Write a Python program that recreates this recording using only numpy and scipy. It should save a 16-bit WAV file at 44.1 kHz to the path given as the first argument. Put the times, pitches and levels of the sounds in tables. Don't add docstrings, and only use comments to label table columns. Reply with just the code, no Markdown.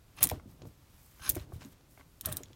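import sys
import numpy as np
from scipy import signal
from scipy.fft import rfft, irfft, next_fast_len
from scipy.io import wavfile
from scipy.ndimage import map_coordinates

SR = 44100
rng = np.random.default_rng(int(sys.argv[2]) if len(sys.argv) > 2 else 0)


def dump(signal):
    limited = np.clip(np.atleast_2d(signal).T, -1, 1)
    pcm = np.round(limited * 32767).astype(np.int16)
    wavfile.write(sys.argv[1], SR, pcm)


N = 112455


def hanger_clicks():
    # start_s, hook_db, body_db
    contacts = [(0.1863, -44.5, -34), (0.207, -32.5, -56), (0.225, -45, -23.5), (0.229, -2, -24),
                (0.2294, -2, -51), (0.2309, -6.5, -13.5), (0.2328, -4.5, -38), (0.2385, 0, -35),
                (0.2408, -24, -41), (0.2443, -25.5, -49), (0.246, -12, -37), (0.254, -14.5, -28),
                (0.2712, -15, -23.5), (0.2749, -33, -48), (0.29, -21, -25), (0.298, -20, -22.5),
                (0.3002, -52, -26), (0.3115, -25.5, -34), (0.3137, -41, -32.5), (0.3984, -71.5, -49),
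                (0.513, -50, -69), (0.6195, -67, -38), (0.6225, -83.5, -45), (0.6547, -55.5, -52),
                (1.2928, -4.5, -28.5), (1.2948, -21, -34), (1.2944, -6.5, -42), (1.2984, -5.5, -20.5),
                (1.301, -19, -48), (1.309, -32, -23), (1.3192, -27, -36), (1.3498, -30, -38),
                (1.3543, -22, -32.5), (1.3565, -35, -40), (1.3668, -32, -37.5), (1.3975, -63, -38),
                (1.4134, -52, -45), (1.5371, -43.5, -61), (1.565, -55.5, -48), (1.6119, -57, -42),
                (1.624, -61, -55), (1.6486, -61.5, -38.5), (1.8103, -68.5, -49.5), (2.2106, -22, -31.5),
                (2.212, -30, -50.5), (2.2151, -40.5, -56), (2.2505, -42, -33), (2.2523, -50, -33),
                (2.2585, -12, -27), (2.2606, -16, -36), (2.2642, -32, -59), (2.267, -27, -63),
                (2.32, -30, -50), (2.32, -30, -39), (2.3253, -15.5, -27.5), (2.3259, -16.5, -43),
                (2.331, -30, -55), (2.363, -35, -69), (2.3692, -15, -40), (2.3701, -16.5, -27),
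                (2.3747, -41, -64), (2.3776, -36, -63), (2.4339, -40, -30), (2.436, -52, -35),
                (2.4578, -55, -42), (2.4842, -69, -49), (2.5315, -64, -40)]
    # pitch_hz, level_db, t60_s
    hook_modes = [(5800, -8, 0.0016), (8800, -10, 0.0045), (9480, -6.5, 0.0041), (11270, -4.5, 0.0035),
                  (13190, -7.5, .004), (14230, -6, 0.0086), (15950, -5.5, 0.0041)]
    body_modes = [(1900, -2, 0.003), (2500, -8, 0.0073), (3366, -4.5, 0.0074), (3886, -5.5, 0.0082),
                  (4350, 0, 0.0021), (5656, 1, 0.0034), (6890, -2.5, 0.006)]
    # start_s, favoured_hz, boost_db
    partners = [(0, 2500, 12), (.228, 7000, 8), (.25, 5700, 6), (.295, 2500, 4), (1, 7000, 9),
                (1.34, 2500, 8), (1.39, 3900, 4), (1.6, 1900, 6), (2.2, 7000, 4), (2.24, 3400, 13),
                (2.255, 3900, 14), (2.43, 7000, 3), (2.45, 3400, 5)]
    start_s, hook_db, body_db = np.transpose(contacts)
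    hooks = struck(start_s, hook_db - 4, hook_modes, attack_s=.00008, detune=.03, scatter_db=3.5)
    change_s, favoured_hz, boost_db = np.transpose(partners)
    partner = np.searchsorted(change_s, start_s) - 1
    away_oct = np.log2(np.transpose(body_modes)[0] / favoured_hz[partner, None])
    bodies = struck(start_s, body_db - 4.5, body_modes, attack_s=.00016, detune=.025, scatter_db=3,
                    colour_db=boost_db[partner, None] * np.exp(-(away_oct / .12) ** 2))
    chatter_db, chatter_t60_s = -22, .032
    blow_power = np.zeros(N)
    blow_power[np.round(start_s * SR).astype(int)] = amp(2 * hook_db)
    chatter_power = signal.lfilter([1], [1, -amp(-120 / (chatter_t60_s * SR))], blow_power)
    # frequency_hz, level_db
    bright = [(1500, -19.5), (5000, -11), (9000, 1), (15800, -4.5), (16200, -30)]
    chatter = coloured(grains(per_s=9100, spread_db=4), bright)
    return hooks + bodies + amp(chatter_db) * np.sqrt(chatter_power) * chatter


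def hook_scrapes():
    # time_s, level_db, treble_offset_db
    strokes = [
        [(.165, -69.5, 7.5), (.19, -44, -12), (.204, -62.5, -8), (.208, -45.5, 6.5), (.228, -43, 0.5),
         (.25, -42.5, -3.5), (.262, -61, -6.5), (.3, -63.5, -1.5), (.315, -64, -4)],
        [(1.185, -73.5, -10), (1.2, -63.5, -4.5), (1.22, -55, -5.5), (1.245, -46, -1.5), (1.275, -42.5, -5),
         (1.292, -42, -6)],
        [(2.235, -65.5, 0), (2.255, -49, -2), (2.29, -48.5, -1), (2.34, -56, -2.5), (2.385, -59.5, 4),
         (2.43, -76, 5)],
    ]
    # pitch_hz, width_hz, level_db
    rail_low = [(750, 320, -8), (1120, 280, 1), (2500, 300, 0), (3000, 680, -1.5), (4080, 640, -3),
                (5170, 510, -3), (6440, 470, -3)]
    rail_high = [(8560, 1300, -6), (13000, 2800, -10)]
    # low singing resonance and whistle (pitch_hz, width_hz, level_db each), dull_hz
    voices = [((1900, 250, -0.5), (10250, 210, 4.8), 4900), ((1580, 166, 6.4), (10450, 500, 3.7), 15000),
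              ((1720, 320, 0.67), (11500, 670, -6), 2900)]
    out = np.zeros(N)
    for stroke, (sing, whistle, dull_hz) in zip(strokes, voices):
        level_db, treble_db = level_curves(stroke)
        low = amp(level_db) * stick_slip(rail_low + [sing], dull_hz)
        high = amp(level_db + treble_db - 2.5) * stick_slip(rail_high + [whistle])
        out += low + high
    return out


def stick_slip(resonances, dull_hz=np.inf):
    def response(hz):
        bands = sum((-1) ** k * amp(db) * 1j * hz * width / (pitch ** 2 - hz ** 2 + 1j * hz * width)
                    for k, (pitch, width, db) in enumerate(sorted(resonances)))
        return bands / (1 + 1j * hz / dull_hz) ** 2
    judder_per_s, judder_db = 170, 2.5
    judder = map_coordinates(rng.standard_normal(N), [np.arange(N) * judder_per_s / SR])
    slips = amp(judder_db * judder) * grains(per_s=7000, spread_db=.74)
    return unit(filtered(slips, response))


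def wood_knocks():
    # start_s, level_db, centre_hz,
    # reach_octaves
    blows = [(.21,-40.5,595,0.27),(0.247,-34,266,1.2),(0.315,-22.5,560,0.94),(.397,-44,1276,1.2),(0.457,-43,210,0.48),(.618,-42.5,495,2),(.633,-42.5,283,0.85),(0.652,-44.5,497,1.05),(1.195,-48,1160,1.4),(1.295,-40.5,330,0.7),(1.364,-29.5,366,0.8),(1.368,-38,1700,1.4),(1.501,-44.5,226,0.71),(1.521,-42,500,1.37),(1.619,-43,796,1.4),(1.651,-40.5,268,0.39),(1.808,-54,500,2.3),(1.975,-43.5,1210,1.5),(1.995,-51,295,0.29),(1.997,-45.5,850,1.1),(2.01,-46.5,1700,1.2),(2.272,-38.5,567,0.11),(2.287,-41,580,0.14),(2.385,-44.5,444,0.73),(2.405,-41.5,435,0.84),(2.504,-47,313,1.27)]
    # pitch_hz, level_db, t60_s
    wood_modes = [(211, -1, 0.099), (267, -2.5, 0.094), (363, 0.5, 0.063), (459, -6.5, .08),
                  (598.3, -5, 0.1), (720, 2.5, 0.041), (979, -2.5, .03), (1093, -1.5, 0.046),
                  (1500, 5, 0.022), (2100, 0.5, 0.031)]
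    start_s, level_db, centre_hz, reach_oct = np.transpose(blows)
    away = np.log2(np.transpose(wood_modes)[0] / centre_hz[:, None]) / reach_oct[:, None]
    return struck(start_s, level_db - 1, wood_modes, attack_s=.0003, detune=.029, scatter_db=2,
                  colour_db=-10 * away ** 2, damping=.77 + .5 * (reach_oct / .95) ** 2)


def microphone_thumps():
    # start_s, level_db, pitch_hz
    pushes = [(0.243, -35.5, 133), (0.322, -28, 89.5), (0.374, -39, 76.7), (0.67, -38, 127),
              (1.208, -44, 59.5), (1.293, -34, 61), (1.37, -32.5, 84), (1.408, -37.5, 66), (1.533, -34, 92),
              (1.559, -36, 103), (2.255, -40, 71), (2.308, -40, 96.9), (2.331, -37.5, 80)]
    t60_cycles, rise_s = 5.76, .002
    out, t = np.zeros(N + SR), np.arange(SR // 4) / SR
    for start_s, level_db, hz in pushes:
        envelope = amp(level_db + 6.5 - 60 * t * hz / t60_cycles) * (1 - np.exp(-t / rise_s))
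        out[round(start_s * SR):][:len(t)] += envelope * np.sin(2 * np.pi * hz * t)
    return out[:N]


def cloth_rumble():
    # time_s, level_db
    bumps = [(0, -73.5), (.16, -63), (.25, -39), (.3, -52.5), (.33, -38), (.4, -55), (.58, -59.5),
             (.65, -49.5), (.75, -65.5), (1.17, -69), (1.31, -45.5), (1.44, -55), (1.65, -54.5),
             (1.76, -64), (2.21, -66), (2.28, -41), (2.42, -54.5), (2.55, -63.5)]
    # frequency_hz, level_db
    thud_spectrum = [(12, -40), (20, -11.5), (81, -3.5), (130, -3.5), (204, -16.5), (300, -10.5),
                     (390, -26), (660, -120)]
    hollow_spectrum = [(88, -30.5), (150, 5.5), (292, -14), (357, -6), (551, -8.5), (1500, -25.5),
                       (1950, -43.5), (3300, -120)]
    level_db, = level_curves(bumps)
    thud = coloured(rng.standard_normal(N), thud_spectrum)
    hollow = coloured(rng.standard_normal(N), hollow_spectrum)
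    return amp(level_db) * (thud + amp(-7) * hollow)


def shirt_rustle():
    # time_s, coarse_db, fine_db
    rubbing = [(0, -84.5, -84), (.3, -57.5, -64), (.33, -55, -62), (.38, -68, -76.5), (.44, -100, -91.5),
               (.5, -71.5, -69), (.56, -80, -76), (.64, -73, -88), (.67, -72, -63), (.71, -77, -76.5),
               (.88, -73.5, -75.5), (.94, -69.5, -69.5), (1.06, -74, -64), (1.12, -70, -67),
               (1.2, -67.5, -67), (1.33, -68.5, -56.5), (1.36, -54.5, -58), (1.43, -61.5, -69),
               (1.47, -79, -91.5), (1.52, -74, -74), (1.54, -65, -62), (1.59, -72, -74),
               (1.62, -54.5, -68.5), (1.66, -64, -62.5), (1.7, -75, -71.5), (1.73, -66, -65),
               (1.75, -72, -84), (1.88, -82, -82.5), (1.91, -82.5, -66.5), (2.0, -64.5, -70),
               (2.04, -77, -77), (2.2, -76, -73.5), (2.4, -67.5, -77.5), (2.46, -69.5, -83),
               (2.55, -75, -82)]
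    # frequency_hz, level_db
    coarse_spectrum = [(500, -34), (900, 4), (2500, 0.5), (5000, -3.5), (9000, -9.5), (16000, -35)]
    fine_spectrum = [(2000, -39.5), (5000, -10.5), (8500, -7.5), (11000, -7), (13000, -3), (15800, -8),
                     (16100, -23)]
    return sum(amp(level_db) * coloured(grains(per_s=11000, spread_db=2.5), spectrum)
               for level_db, spectrum in zip(level_curves(rubbing), (coarse_spectrum, fine_spectrum)))


def closet_reverb(x):
    t60_s, dull_hz, delay_samples = .0554, 7150, 90
    t = np.arange(SR // 5) / SR
    tail = rng.standard_normal(len(t)) * amp(-60 * t / t60_s)
    wet = signal.fftconvolve(np.pad(x, (delay_samples, 0)), tail / np.linalg.norm(tail))[:N]
    return filtered(wet, lambda hz: 1 / (1 + 1j * hz / dull_hz))


def room_tone():
    # frequency_hz, level_db
    spectrum = [(12, -42), (20, 6), (74, 2.5), (247, -14), (301, -18), (497, -19), (1440, -24),
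                (1610, -27.5), (4040, -28), (15900, -35)]
    band_hz, width_hz = 12800, 250
    band = filtered(rng.standard_normal(N), lambda hz: np.exp(-((hz - band_hz) / width_hz) ** 2))
    return amp(-60) * coloured(rng.standard_normal(N), spectrum) + amp(-85) * unit(band)


def struck(starts_s, peaks_db, modes, attack_s, detune, scatter_db, colour_db=0, damping=1):
    hz, db, t60_s = np.transpose(modes)
    out = np.zeros(N + SR)
    t = np.arange(int(2 * SR * min(t60_s.max(), .1)))[:, None] / SR
    level_draw, pitch_draw, phase_draw = rng.standard_normal((len(starts_s), 3, len(hz))).swapaxes(0, 1)
    levels_db = db + colour_db + scatter_db * level_draw
    pitches_hz = hz * (1 + detune * pitch_draw)
    damping = damping * np.ones(len(starts_s))
    attack = (1 - np.exp(-t / attack_s)) ** 2
    for i, start_s in enumerate(starts_s):
        envelopes = attack * amp(levels_db[i] - 60 * damping[i] * t / t60_s)
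        ring = (envelopes * np.sin(2 * np.pi * pitches_hz[i] * t + np.pi * phase_draw[i])).sum(1)
        out[round(start_s * SR):][:len(t)] += amp(peaks_db[i]) * ring / abs(ring).max()
    return out[:N]


def grains(per_s, spread_db):
    hit = rng.random(N) < per_s / SR
    return hit * rng.standard_normal(N) * amp(spread_db * np.minimum(rng.exponential(size=N), 3))


def level_curves(rows):
    time_s, *columns = np.transpose(rows)
    return [np.interp(np.arange(N) / SR, time_s, db, left=-200, right=-200) for db in columns]


def coloured(x, spectrum):
    points_hz, db = np.transpose(spectrum)
    gain = lambda hz: amp(np.interp(np.log(hz + 1), np.log(points_hz + 1), db, left=-120))
    return unit(filtered(x, gain))


def filtered(x, response):
    size = next_fast_len(N + SR // 2)
    return irfft(rfft(x, size) * response(np.fft.rfftfreq(size, 1 / SR)), size)[..., :N]


def amp(db):
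    return 10 ** (np.asarray(db) / 20)


def unit(x):
    return x / np.sqrt(np.mean(x ** 2) + 1e-20)


def scene():
    hangers = hanger_clicks() + wood_knocks() + hook_scrapes()
    closet = amp(-7.5) * closet_reverb(hangers)
    cloth = microphone_thumps() + cloth_rumble() + shirt_rustle()
    return (hangers + closet + cloth + room_tone())[None]


def record(dry):
    bottom_hz, top_hz, fade_hz = 34, 17100, 1400
    low_cut = lambda hz: (1j * hz / (bottom_hz + 1j * hz)) ** 2
    high_cut = lambda hz: np.sin(np.pi / 2 * np.clip((top_hz - hz) / fade_hz, 0, 1)) ** 3
    return filtered(dry, lambda hz: low_cut(hz) * high_cut(hz))


dry = scene()
out = record(dry)
dump(out)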